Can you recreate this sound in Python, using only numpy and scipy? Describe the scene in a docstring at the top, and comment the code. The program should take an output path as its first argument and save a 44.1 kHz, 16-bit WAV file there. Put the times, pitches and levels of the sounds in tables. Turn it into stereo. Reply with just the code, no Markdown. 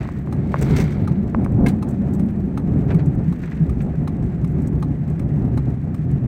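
"""Snow plow cab, pushing along a driveway.

Noise bands and a wandering tone make the engine and the cab's boom, following the load on the plow.
Coloured noise and tiny impacts make the blade scrape, chatter and grind, and the wipers swish and judder.
Short bursts and decaying modes make the flasher relay, loose gear, clicks, trim and lumps of snow.
Decaying low tones are the jolts; filtered impulses are fingers knocking on the hand-held phone."""
import sys
import numpy as np
from scipy import signal
from scipy.fft import rfft, irfft, next_fast_len
from scipy.io import wavfile
from scipy.ndimage import uniform_filter1d

SR = 44100
rng = np.random.default_rng(int(sys.argv[2]) if len(sys.argv) > 2 else 0)


def materialize(psi):
    """Save the field psi as 16-bit PCM at rate SR to the path in sys.argv[1].

    A 1-D psi becomes a single channel; in a 2-D psi each row is a channel.
    """
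    bounded = np.clip(np.atleast_2d(psi).T, -1, 1)
    quanta = np.round(bounded * 32767).astype(np.int16)
    wavfile.write(sys.argv[1], SR, quanta)


N = 276507
T = np.arange(N) / SR
FALL = np.log(1000)  # a fall of 60 dB, as an exponent
PULL_LEFT = np.array([[1], [.4]])  # gains of a signal fed to both inputs of ports()


def undb(db):
    """Decibels to gain."""
    return 10 ** (np.asarray(db) / 20)


def unit(x):
    """Scale to an rms of 1."""
    return x / np.sqrt(np.mean(x ** 2))


def curves(table):
    """Each column of a table as a control over time."""
    seconds, *columns = np.transpose(table)
    return [np.interp(T, seconds, column) for column in columns]


def per_bin(points):
    """Points joined on a log-frequency axis, one value per FFT bin."""
    hz, value = np.transpose(points)
    bins_hz = np.fft.rfftfreq(next_fast_len(N), 1 / SR)
    return np.interp(np.log(bins_hz + 1), np.log(hz), value)


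def colour(x, points):
    """Causal filter with the shape of a spectrum, closed ends and unit power gain."""
    size = next_fast_len(N)
    closed = [(points[0][0] / 2, -70), *points, (points[-1][0] * 2, -80)]
    gain = unit(undb(per_bin(closed)))
    # folding the cepstrum gives minimum phase, so nothing sounds before its cause
    cepstrum = irfft(np.log(gain), size)
    cepstrum[1:size // 2] *= 2
    cepstrum[size // 2 + 1:] = 0
    response = np.exp(rfft(cepstrum))
    return irfft(rfft(x, size) * response, size)[..., :N]


def noise():
    """Two unrelated white noises."""
    return rng.standard_normal((2, N))


def even(x, span_s):
    """Take out swells slower than the span, so that the gain applied afterwards sets the level."""
    power = uniform_filter1d(x ** 2, int(span_s * SR), axis=-1)
    return x / np.sqrt(power + 1e-9)


def flicker(rate_hz, depth_db):
    """A gain that wavers at random, up to about the given rate."""
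    smooth = signal.butter(2, rate_hz, fs=SR, output="sos")
    return undb(depth_db * unit(signal.sosfilt(smooth, rng.standard_normal(N))))


def wander(centre_hz, spread_hz):
    """A rough tone whose strength and phase wander quickly."""
    phase = 2 * np.pi * np.cumsum(centre_hz) / SR
    smooth = signal.butter(2, spread_hz, fs=SR, output="sos")
    sine_part = signal.sosfilt(smooth, noise()) * np.sin(phase)
    cosine_part = signal.sosfilt(smooth, noise()) * np.cos(phase)
    return unit(sine_part + cosine_part)


def grains(rate, spread_db, t60):
    """Random tiny impacts (rate per second) of uneven size, each a short burst of noise."""
    size = undb(spread_db * np.minimum(rng.exponential(size=N), 4))
    hits = (rng.random(N) < rate / SR) * size ** 2
    power = signal.lfilter([1], [1, -np.exp(-2 * FALL / (t60 * SR))], hits)
    return unit(np.sqrt(power) * noise())


def bursts(rows, rise_s):
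    """Envelope of blows (seconds, dB, t60 in seconds) that rise quickly and die away."""
    out, t = np.zeros(N + SR), T[:SR // 3]
    for s, db, t60 in rows:
        start = max(int(s * SR), 0)
        rise = 1 - np.exp(-t / rise_s)
        out[start:start + len(t)] += undb(db) * rise * np.exp(-FALL * t / t60)
    return out[:N]


def impulses(rows):
    """One sharp push for each row (seconds, dB)."""
    push = np.zeros(N)
    for s, db in rows:
        push[int(s * SR)] = undb(db)
    return push


def ring(push, modes):
    """Decaying modes (Hz, dB, t60 in seconds) driven by a force."""
    out = 0
    for hz, db, t60 in modes:
        r, w = np.exp(-FALL / (t60 * SR)), 2 * np.pi * hz / SR
        mode = signal.lfilter([0, r * np.sin(w)], [1, -2 * r * np.cos(w), r * r], push + 1e-18)
        out = out + undb(db) * mode
    return out


# Centre of the engine's drone. Each row: time in seconds, frequency in Hz.
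DRONE_PITCH = [(0, 135), (.8, 150), (1.3, 198.8), (2.4, 215), (2.85, 150.4), (4.7, 156.8), (6.27, 124.1)]
# Deep throb of the cab, with one strong swell. Each row: time in seconds, level in dB.
THROB_LEVEL = [(0, -35.5), (3.45, -41), (3.72, -25.5), (3.95, -36), (4.25, -35.5), (5.45, -36), (5.9, -33),
               (6.27, -36)]
THROB_HZ = 68.35
ENGINE_DB, ENGINE_FOLLOW = -27, 0.94  # level at cruising load in dB, dB per dB of load


def engine():
    """Rough drone of the loaded engine, with a deep throb of the cab under it."""
    drone = even(wander(curves(DRONE_PITCH)[0], spread_hz=16.5), span_s=0.072)
    throb = even(wander(np.full(N, THROB_HZ), spread_hz=6.4), span_s=0.41)
    drone_gain = undb(ENGINE_DB + ENGINE_FOLLOW * strain())
    return drone * drone_gain + throb * undb(curves(THROB_LEVEL)[0])


# Load on the plow, as the level of the cab's rumble. Each row: time in seconds, level in dB.
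PLOW_LOAD = [(0, -19.5), (.13, -28.5), (.22, -23), (.48, -17.5), (.56, -18), (.7, -13), (.97, -16),
             (1.28, -19.5), (1.67, -12.5), (1.82, -21.5), (2.23, -17), (2.55, -20.5), (2.9, -12),
             (3.1, -16), (3.47, -24), (3.67, -18), (3.86, -21), (4.62, -18), (4.98, -20.5), (5.5, -16.5),
             (5.92, -22), (6.27, -18)]
CRUISE_DB = -19  # the load of steady pushing


def strain():
    """Load on the plow in dB above steady pushing."""
    return curves(PLOW_LOAD)[0] - CRUISE_DB


# Spectra of the cab air, the chassis and the panels.
# Each row: frequency in Hz, relative level in dB per Hz.
BOOM_SPECTRUM = [(70, -29.5), (100, -7.5), (118, -3), (150, -1), (175, -4.5), (205, -4), (245, -7.5),
                 (280, -10), (340, -34)]
SHUDDER_SPECTRUM = [(15, -21), (28, -17.5), (40, -2), (50, -9), (64, 5), (74, -1.5), (88, 8), (100, -14),
                    (130, -44.5)]
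PANEL_SPECTRUM = [(230, -24), (295, 4), (325, -1), (360, 1), (405, -3), (435, -8.5), (475, -10), (570, -10),
                  (660, -15), (708, -20), (760, -13.5), (950, -20.5), (1400, -28.5)]
# Ringing panels. Each row: frequency in Hz, relative level in dB, t60 in seconds.
PANEL_RING = [(364.8, -1, 0.24), (426.8, -4.5, 0.26), (700, -6.5, 0.22)]
# each layer: level at cruising load in dB, dB per dB of load
BOOM_DB, BOOM_FOLLOW = -22.5, 1.0
SHUDDER_DB, SHUDDER_FOLLOW = -29, 1
PANEL_DB, PANEL_FOLLOW = -31.5, 1
PANEL_FADE_DB_PER_S = 0.5  # the panels calm down as the snow thins


def cab():
    """The loaded plow frame shakes the chassis, the cab air and the panels."""
    load = strain()
    boom = even(colour(noise(), BOOM_SPECTRUM), span_s=0.055)
    shudder = even(colour(noise(), SHUDDER_SPECTRUM), span_s=0.16)
    panel_ring = unit(ring(noise(), PANEL_RING))
    panels = even(colour(noise(), PANEL_SPECTRUM) + undb(-8.0) * panel_ring, span_s=0.061)
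    boom = boom * undb(BOOM_DB + BOOM_FOLLOW * load)
    shudder = shudder * undb(SHUDDER_DB + SHUDDER_FOLLOW * load)
    panels = panels * undb(PANEL_DB + PANEL_FOLLOW * load - PANEL_FADE_DB_PER_S * T)
    lumps = flicker(rate_hz=6.7, depth_db=1.9)  # uneven ground under the blade
    return lumps * (boom + panels + shudder)


BANK_S = 0.74  # moment of greatest force as the blade rams a packed bank


def bank(rise_db_per_s, fall_db_per_s):
    """Gain that builds as the blade rams the packed bank and dies away after it."""
    return undb(np.minimum(rise_db_per_s * (T - BANK_S), fall_db_per_s * (BANK_S - T)))


# Spectra of the scraping edge (also the wipers' swish) and of hard loose things (also the wipers'
# spray and the relay's tick). Each row: frequency in Hz, relative level in dB per Hz.
SCRAPE_SPECTRUM = [(500, -21), (900, -1.5), (1150, 3.5), (1400, -1), (1650, 0), (1900, 0), (2150, -3),
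                   (2500, -5), (3200, -13.5), (4500, -38.5), (9000, -46)]
RATTLE_SPECTRUM = [(1500, -19.5), (2500, 9), (4500, 1.5), (6000, 0), (7500, 1), (8800, -2), (10200, -13.5),
                   (11500, -7), (15500, -8)]
# level at cruising load in dB, dB per dB of load
SCRAPE_DB, SCRAPE_FOLLOW = -53, 0.26
CHATTER_DB, CHATTER_FOLLOW = -67, .15
BANK_CHATTER_DB, CHATTER_RISE_DB_PER_S, CHATTER_FALL_DB_PER_S = -47.5, 68, 72.5


def blade():
    """The edge scrapes and loose things chatter with it, more under load; the bank adds chatter."""
    load = strain()
    catches = grains(rate=400, spread_db=1.0, t60=0.027)
    scrape = colour(noise() + undb(-11.5) * catches, SCRAPE_SPECTRUM)
    scrape_gain = undb(SCRAPE_DB + SCRAPE_FOLLOW * load)
    chatter = colour(noise() + undb(1.0) * grains(rate=250, spread_db=4.0, t60=0.027), RATTLE_SPECTRUM)
    steady_gain = undb(CHATTER_DB + CHATTER_FOLLOW * load)
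    bank_gain = undb(BANK_CHATTER_DB) * bank(CHATTER_RISE_DB_PER_S, CHATTER_FALL_DB_PER_S)
    chatter_gain = np.hypot(steady_gain, bank_gain)
    return flicker(rate_hz=18, depth_db=1.4) * (scrape * scrape_gain + chatter * chatter_gain)


# Packed snow grinding on the blade. Each row: frequency in Hz, relative level in dB per Hz.
GRIND_SPECTRUM = [(500, -15), (900, 1), (1400, 0), (1900, -5), (2170, 2), (2500, -9), (3200, -10.5),
                  (4700, -17.5), (6500, -34.5)]
GRIND_DB, GRIND_RISE_DB_PER_S, GRIND_FALL_DB_PER_S = -35, 62, 46


def grind():
    """Packed snow breaks into dense tiny impacts on the blade as it rams the bank."""
    grit = even(grains(rate=430, spread_db=0.5, t60=0.011), span_s=0.038)
    fitful = grit * flicker(rate_hz=28, depth_db=1.5)
    force = bank(GRIND_RISE_DB_PER_S, GRIND_FALL_DB_PER_S)
    return colour(fitful, GRIND_SPECTRUM) * undb(GRIND_DB) * force


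# Faint dry trim ticks. Each row: frequency in Hz, relative level in dB per Hz.
TICK_SPECTRUM = [(2000, -16.5), (4000, -7.5), (8500, -1), (10200, -7.5), (12000, 1), (15500, -5)]


def trim(count=60):
    """The shaking dashboard ticks faintly at random moments, each tick a tiny noise burst."""
    rows = [(when * T[-1], -56 + 4 * (2 * size - 1), 0.008)
            for when, size in rng.random((count, 2))]
    return undb(9.5) * colour(bursts(rows, rise_s=0.0012) * noise(), TICK_SPECTRUM)


# Rubber dragging over wet glass. Each row: start in seconds, relative level in dB, t60 in seconds.
RUBBER_STROKES = [(.004, -37, 0.38), (2.885, -33.5, 0.089), (2.903, -25.5, 0.085), (2.988, -30.5, 0.088),
                  (3.429, -31, 0.087), (3.472, -35, 0.072), (3.514, -30, 0.069), (3.568, -33.5, 0.056),
                  (3.803, -31, 0.067)]
# Tone of the rubber. Each row: frequency in Hz, relative level in dB per Hz.
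RUBBER_SPECTRUM = [(600, 6.5), (1000, 0), (1900, -1.5), (2600, -4), (3200, -13), (4500, -18.5),
                   (6500, -24.5), (9000, -32), (12000, -48)]
SWEEP_S, SWEEP_EVERY_S, SWEEP_HALF_S = 0.033, 3.435, 0.22  # middle of first, interval, half length
SWISH_DB, SPRAY_DB = -50, -58.5
JUDDER_HZ, JUDDER_DEPTH = 124.4, 0.52  # stick and slip: mean rate, depth 0-1


def wiper():
    """Each sweep swishes over the wet glass; the rubber grips and slips in short juddering strokes."""
    middles = [SWEEP_S + k * SWEEP_EVERY_S for k in range(2)]
    sweeps = sum(np.exp(-((T - middle) / SWEEP_HALF_S) ** 2) for middle in middles)
    swish = undb(SWISH_DB) * colour(noise(), SCRAPE_SPECTRUM)
    spray = undb(SPRAY_DB) * colour(grains(rate=110, spread_db=-3, t60=.02), RATTLE_SPECTRUM)
    slip = np.cumsum(JUDDER_HZ * flicker(rate_hz=30, depth_db=0.5)) / SR % 1  # sawtooth
    grip = unit((1 - JUDDER_DEPTH * slip) ** 2 * noise())
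    strokes = colour(bursts(RUBBER_STROKES, rise_s=0.005) * grip, RUBBER_SPECTRUM)
    return sweeps * (swish + spray) + undb(0.5) * strokes


# Finger knocks on the phone body; the row at .5455 is a quick bounce of the loud one.
# Each row: time in seconds, relative level in dB.
FINGER_KNOCKS = [(0.054, -35), (0.089, -30), (.273, -34.5), (.542, -14.5), (.5455, -27.5), (.558, -28),
                 (1.347, -18.5), (1.462, -27)]
KNOCK_BEND_HZ, KNOCK_Q = 950, 0.64  # centre and sharpness of the all-pass phase turn


def knocks():
    """Soft taps bend the phone body; an all-pass delays some pitches more. Mostly at the left port."""
    body_spectrum = [(350, -6.0), (560, 4.5), (780, -0.5), (1060, 6.5), (1350, -2.5), (1600, -4.5),
                     (2200, -14.5), (2700, -20.5), (3300, -41), (5000, -38)]  # Hz, dB per Hz
    body = colour(impulses(FINGER_KNOCKS), body_spectrum)
    poles = signal.iirpeak(KNOCK_BEND_HZ, KNOCK_Q, fs=SR)[1]
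    bent = signal.lfilter(poles[::-1], poles, body)
    return undb(27.0) * bent * np.array([[1], [undb(-20.5)]])


# Hard jolts of the plow frame. Each row: start in seconds, frequency in Hz, relative level in dB.
FRAME_JOLTS = [(0.168, 135.7, -15.5), (0.373, 130.6, -10), (0.473, 198, -12), (.675, 157.4, -7.5),
               (0.734, 68.8, -8.5), (0.814, 158.2, -1.5), (1.02, 101.3, -8.5), (1.1, 145.2, -6),
               (1.171, 194.7, -5.5), (1.371, 226.4, -9), (1.541, 117, -2.5), (1.632, 189.8, -3.5),
               (1.985, 199.6, -9.5), (2.09, 224, -13.5), (2.224, 193, -7), (2.825, 170.6, -14.5),
               (2.942, 160.4, -2.5), (3.066, 147, -4), (3.276, 175.4, -6), (3.603, 161.2, -2),
               (3.972, 146.7, -11.5), (4.423, 149, -7), (4.995, 154.6, -13), (5.095, 150.8, -6),
               (5.31, 144.2, -7), (5.536, 134.3, -6), (5.99, 151.6, -9), (6.13, 139.2, -4),
               (6.225, 122.7, -9.5)]


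def jolts(swell_s):
    """Each jolt sets the cab booming for a few cycles, a sine that swells and dies away."""
    out = np.zeros(N)
    for s, hz, db in FRAME_JOLTS:
        t = np.maximum(T - s, 0)
        swell = t / swell_s * np.exp(1 - t / swell_s)
        out += undb(db) * swell * np.sin(2 * np.pi * hz * t)
    return undb(-5.5) * out * np.array([[1], [0]])


def snaps(rows, t60):
    """Force of the relay armature landing and bouncing once, 19 ms later and 18 dB weaker."""
    landings = [(s, db, t60) for s, db in rows]
    bounces = [(s + 0.019, db - 18.0, t60) for s, db in rows]
    return bursts(landings + bounces, rise_s=0.0023)


# Relay case modes. Each row: frequency in Hz, relative level closing in dB, and opening in dB.
RELAY_CASE = [(2250, -7.5, 7), (4060, 2, -14), (5230, -4, -3.5), (6430, -5.5, -8.5), (8750, -2.5, 0),
              (8950, -1, -5.5), (14100, -9.5, -1.5), (14800, -7, -14)]
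# Dull clack in the dashboard. Each row: frequency in Hz, relative level in dB per Hz.
CLACK_SPECTRUM = [(400, -26.5), (620, -16), (850, 3.5), (1000, 4), (1200, 13.5), (1500, -14), (2300, -14.5),
                  (3200, -27.5)]
# Dashboard around the relay. Each row: frequency in Hz, relative level in dB, t60 in seconds.
DASHBOARD = [(864, 3.5, 0.092), (1065, 5.5, 0.069), (1252, 3.5, 0.044)]
# How hard the armature lands on closing. One entry per cycle: relative level in dB.
CLOSING_STRENGTH = [-1.5, 0, 0, 0.5, -8, 0, 0, 0]
FLASH_START_S, FLASH_PERIOD_S, FLASH_ON_S = .3244, .7499, .3695
CLOSE_DB, OPEN_DB = -35, -37  # force, before the gains of each part
RELAY_T60_S = .011


def relay():
    """The armature snaps in and falls back: dull dashboard clack, dry tick and short case ring."""
    starts = FLASH_START_S + FLASH_PERIOD_S * np.arange(len(CLOSING_STRENGTH))
    closes = [(s, CLOSE_DB + db) for s, db in zip(starts, CLOSING_STRENGTH)]
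    opens = [(s + FLASH_ON_S, OPEN_DB) for s in starts]
    closing, opening = snaps(closes, t60=0.036), snaps(opens, t60=0.031)
    closing_modes = [(hz, db, RELAY_T60_S) for hz, db, _ in RELAY_CASE]
    opening_modes = [(hz, db, RELAY_T60_S) for hz, _, db in RELAY_CASE]
    case = ring(closing * noise(), closing_modes) + ring(opening * noise(), opening_modes)
    clack = (closing + undb(-5.0) * opening) * even(colour(noise(), CLACK_SPECTRUM), span_s=0.00082)
    dash = ring(impulses([(s + 0.00054, db) for s, db in closes]), DASHBOARD) * PULL_LEFT
    tick = colour((closing + opening) * noise(), RATTLE_SPECTRUM)
    return undb(-20.5) * case + undb(12.5) * clack + undb(-1) * dash + undb(-2.5) * tick


# Loose gear shifting. Each row: start in seconds, relative level in dB, t60 in seconds.
GEAR_SHIFTS = [(.581, -39, 0.066), (.615, -38.5, 0.15), (.728, -53, 0.016), (.760, -29.5, 0.14),
               (.794, -36.5, 0.18), (.903, -48.5, 0.19)]
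# Tone of the gear. Each row: frequency in Hz, relative level in dB per Hz.
CRUNCH_SPECTRUM = [(300, -16.5), (700, 0.5), (1300, -2.5), (2150, 3), (3000, -5), (4200, -8), (6100, -5),
                   (7200, -11), (9000, -11), (10200, -25), (11500, -17), (15500, -17.5)]


def loose_gear():
    """Loose gear shifts in short crunching bursts of many tiny impacts."""
    rattle = even(grains(rate=510, spread_db=-0.5, t60=0.022), span_s=0.024)
    return undb(6.5) * colour(bursts(GEAR_SHIFTS, rise_s=0.0056) * rattle, CRUNCH_SPECTRUM)


# Small hard pieces in the cab. Each row: start in seconds, relative level in dB, t60 in seconds.
HARD_CLICKS = [(0.612, -37, 0.02), (0.622, -38.5, 0.04), (1.520, -52, 0.014), (1.886, -52, 0.064),
               (1.906, -55, 0.044), (2.134, -51, 0.06), (2.147, -58, 0.045), (3.058, -54, 0.044),
               (3.151, -57.5, 0.023), (3.632, -57, 0.019), (3.815, -58.5, 0.1), (4.241, -54, 0.013),
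               (4.474, -57, 0.039), (4.618, -57, 0.045), (4.671, -48.5, 0.041), (5.099, -55, 0.029),
               (6.113, -47.5, 0.012)]
# Tone of their dry tick. Each row: frequency in Hz, relative level in dB per Hz.
CLICK_SPECTRUM = [(1200, -32), (3000, -10), (5000, -7.5), (7500, 5.5), (9200, 2), (10200, -13),
                  (11300, -2.5), (13500, -7), (15500, -4.5)]


def clicks(low_hz, high_hz, count=5):
    """Every small hard piece gives a dry tick and rings briefly at a few notes of its own."""
    notes = np.zeros((2, N))
    t = T[:SR // 10]
    for (s, db, t60), draw in zip(HARD_CLICKS, rng.random((len(HARD_CLICKS), 3, count))):
        hz = low_hz * (high_hz / low_hz) ** draw[0]
        phases = draw[1:, :, None]  # turns, one set for each of the two signals
        tones = np.sin(2 * np.pi * (hz[:, None] * t + phases)).mean(axis=1)
        start = int(s * SR)
        notes[:, start:start + len(t)] += undb(db) * tones * np.exp(-FALL * t / (1.5 * t60))
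    ticks = colour(bursts(HARD_CLICKS, rise_s=0.0013) * noise(), CLICK_SPECTRUM)
    return notes + undb(9.0) * ticks


# Lumps of snow striking the blade. Each row: start in seconds, relative level in dB.
SNOW_LUMPS = [(0.613, -21.5), (0.701, -25), (0.736, -28.5), (0.782, -23), (2.904, -24), (3.935, -30.5)]
# Tone of the thud. Each row: frequency in Hz, relative level in dB per Hz.
THUD_SPECTRUM = [(250, -8.5), (400, 8.5), (620, -5), (900, -13), (1600, -20)]
THUD_T60_S = .08


def thuds():
    """Hard lumps of snow strike the blade with a dull, short thud of low noise."""
    envelope = bursts([(s, db, THUD_T60_S) for s, db in SNOW_LUMPS], rise_s=0.0072)
    return undb(8.5) * envelope * even(colour(noise(), THUD_SPECTRUM), span_s=0.0036)


# Blows on a loose metal fitting. Each row: time in seconds, relative level of the ring in dB,
# relative level of the crack in dB.
FITTING_BLOWS = [(.797, -36, -34.5), (1.6625, -22.5, -25.5)]
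# Modes of the fitting. Each row: frequency in Hz, relative level in dB, t60 in seconds.
FITTING_MODES = [(725, -2.5, 0.24), (1650, 0.5, 0.055), (1900, -14, 0.033), (2140, 4.5, 0.049),
                 (2300, -19, 0.026), (2610, -3, 0.036), (3340, -10, 0.018), (4690, -15, 0.08),
                 (9200, -12, 0.055)]
# Crack of metal on metal. Each row: frequency in Hz, relative level in dB per Hz.
CRACK_SPECTRUM = [(590, -32), (1000, 5), (1430, -16.5), (1640, 3), (1820, -10.5), (2180, -13.5), (2620, -7),
                  (4050, -17), (5150, -16.5), (9360, -22), (15500, -28.5)]
CRACK_T60_S = 0.055


def fitting():
    """A loose metal fitting clanks: a crack of noise at each blow, then its ringing modes."""
    envelope = bursts([(s, db, CRACK_T60_S) for s, _, db in FITTING_BLOWS], rise_s=0.0038)
    cracks = colour(envelope * noise(), CRACK_SPECTRUM)
    metal = ring(impulses([(s, db) for s, db, _ in FITTING_BLOWS]), FITTING_MODES)
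    return undb(7.0) * cracks + undb(-3.0) * metal * PULL_LEFT


# Contacts of the latch. Each row: time in seconds, relative level in dB.
LATCH_CONTACTS = [(1.662, -45.5), (1.6835, -29.5), (1.69, -47.5)]
# Modes of the latch. Each row: frequency in Hz, relative level in dB, t60 in seconds.
LATCH_MODES = [(4070, -3, 0.04), (4620, -6.5, 0.062), (7050, -5.5, 0.059), (8694, -4.5, 0.043),
               (9570, -6.5, .045), (11100, -8, 0.06), (12200, -13, 0.06), (14620, -10, .04)]
# Noise of the snap. Each row: frequency in Hz, relative level in dB per Hz.
SNAP_SPECTRUM = [(700, 1.5), (2500, 5), (4200, -0.5), (6300, -6), (9200, -1), (10300, -19), (11500, -8.5),
                 (15500, -11)]
SNAP_T60_S = 0.077


def latch():
    """A latch snaps along with the fitting's second blow: bright noise and high ringing modes."""
    envelope = bursts([(s, db, SNAP_T60_S) for s, db in LATCH_CONTACTS], rise_s=0.0016)
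    snap = colour(envelope * noise(), SNAP_SPECTRUM)
    return undb(-1) * snap + ring(impulses(LATCH_CONTACTS), LATCH_MODES) * PULL_LEFT


# Likeness of the two microphone ports. Each row: frequency in Hz, likeness 0-1.
PORT_LIKENESS = [(60, .97), (150, .95), (280, .88), (500, .6), (1000, .4), (3000, .35)]
# Level of the left port over the right. Each row: frequency in Hz, level difference in dB.
PORT_LEAN = [(60, 2.5), (380, 0.9), (700, 5), (1150, 5), (1700, 12), (2380, 6.5), (4400, -6), (8120, 3.5),
             (15000, 1.5)]
# The left port hears the treble later. Each row: frequency in Hz, delay in seconds.
PORT_LAG = [(650, 0), (1100, .0005)]


def ports(pair):
    """Two signals become the cab's sound field: alike in the bass, looser and lagging in the treble."""
    size = next_fast_len(N)
    fade = np.clip(np.minimum(T, T[-1] - T) / .008, 0, 1)
    common, differing = rfft(pair * fade, size)
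    alike, lean = np.clip(per_bin(PORT_LIKENESS), 0, 1), per_bin(PORT_LEAN)
    late = np.exp(-2j * np.pi * np.fft.rfftfreq(size, 1 / SR) * per_bin(PORT_LAG))
    mid = common * np.sqrt((1 + alike) / 2)
    side = differing * np.sqrt((1 - alike) / 2)
    left = (mid + side) * late * undb(lean / 2)
    right = (mid - side) * undb(-lean / 2)
    return irfft(np.array([left, right]), size)[:, :N]


def scene():
    """Everything in the cab, plus the taps on the phone itself."""
    vehicle = engine() + cab() + jolts(swell_s=0.013)
    plow = blade() + grind() + thuds()
    loose = loose_gear() + fitting() + latch()
    small = trim() + relay() + clicks(low_hz=5270, high_hz=12100)
    return ports(vehicle + plow + wiper() + loose + small) + knocks()


TOP_HZ = 15850


def record(dry):
    """The phone cuts the top with a steep low-pass."""
    return signal.sosfilt(signal.ellip(10, .2, 80, TOP_HZ, fs=SR, output="sos"), dry)


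dry = scene()
out = record(dry)
materialize(out)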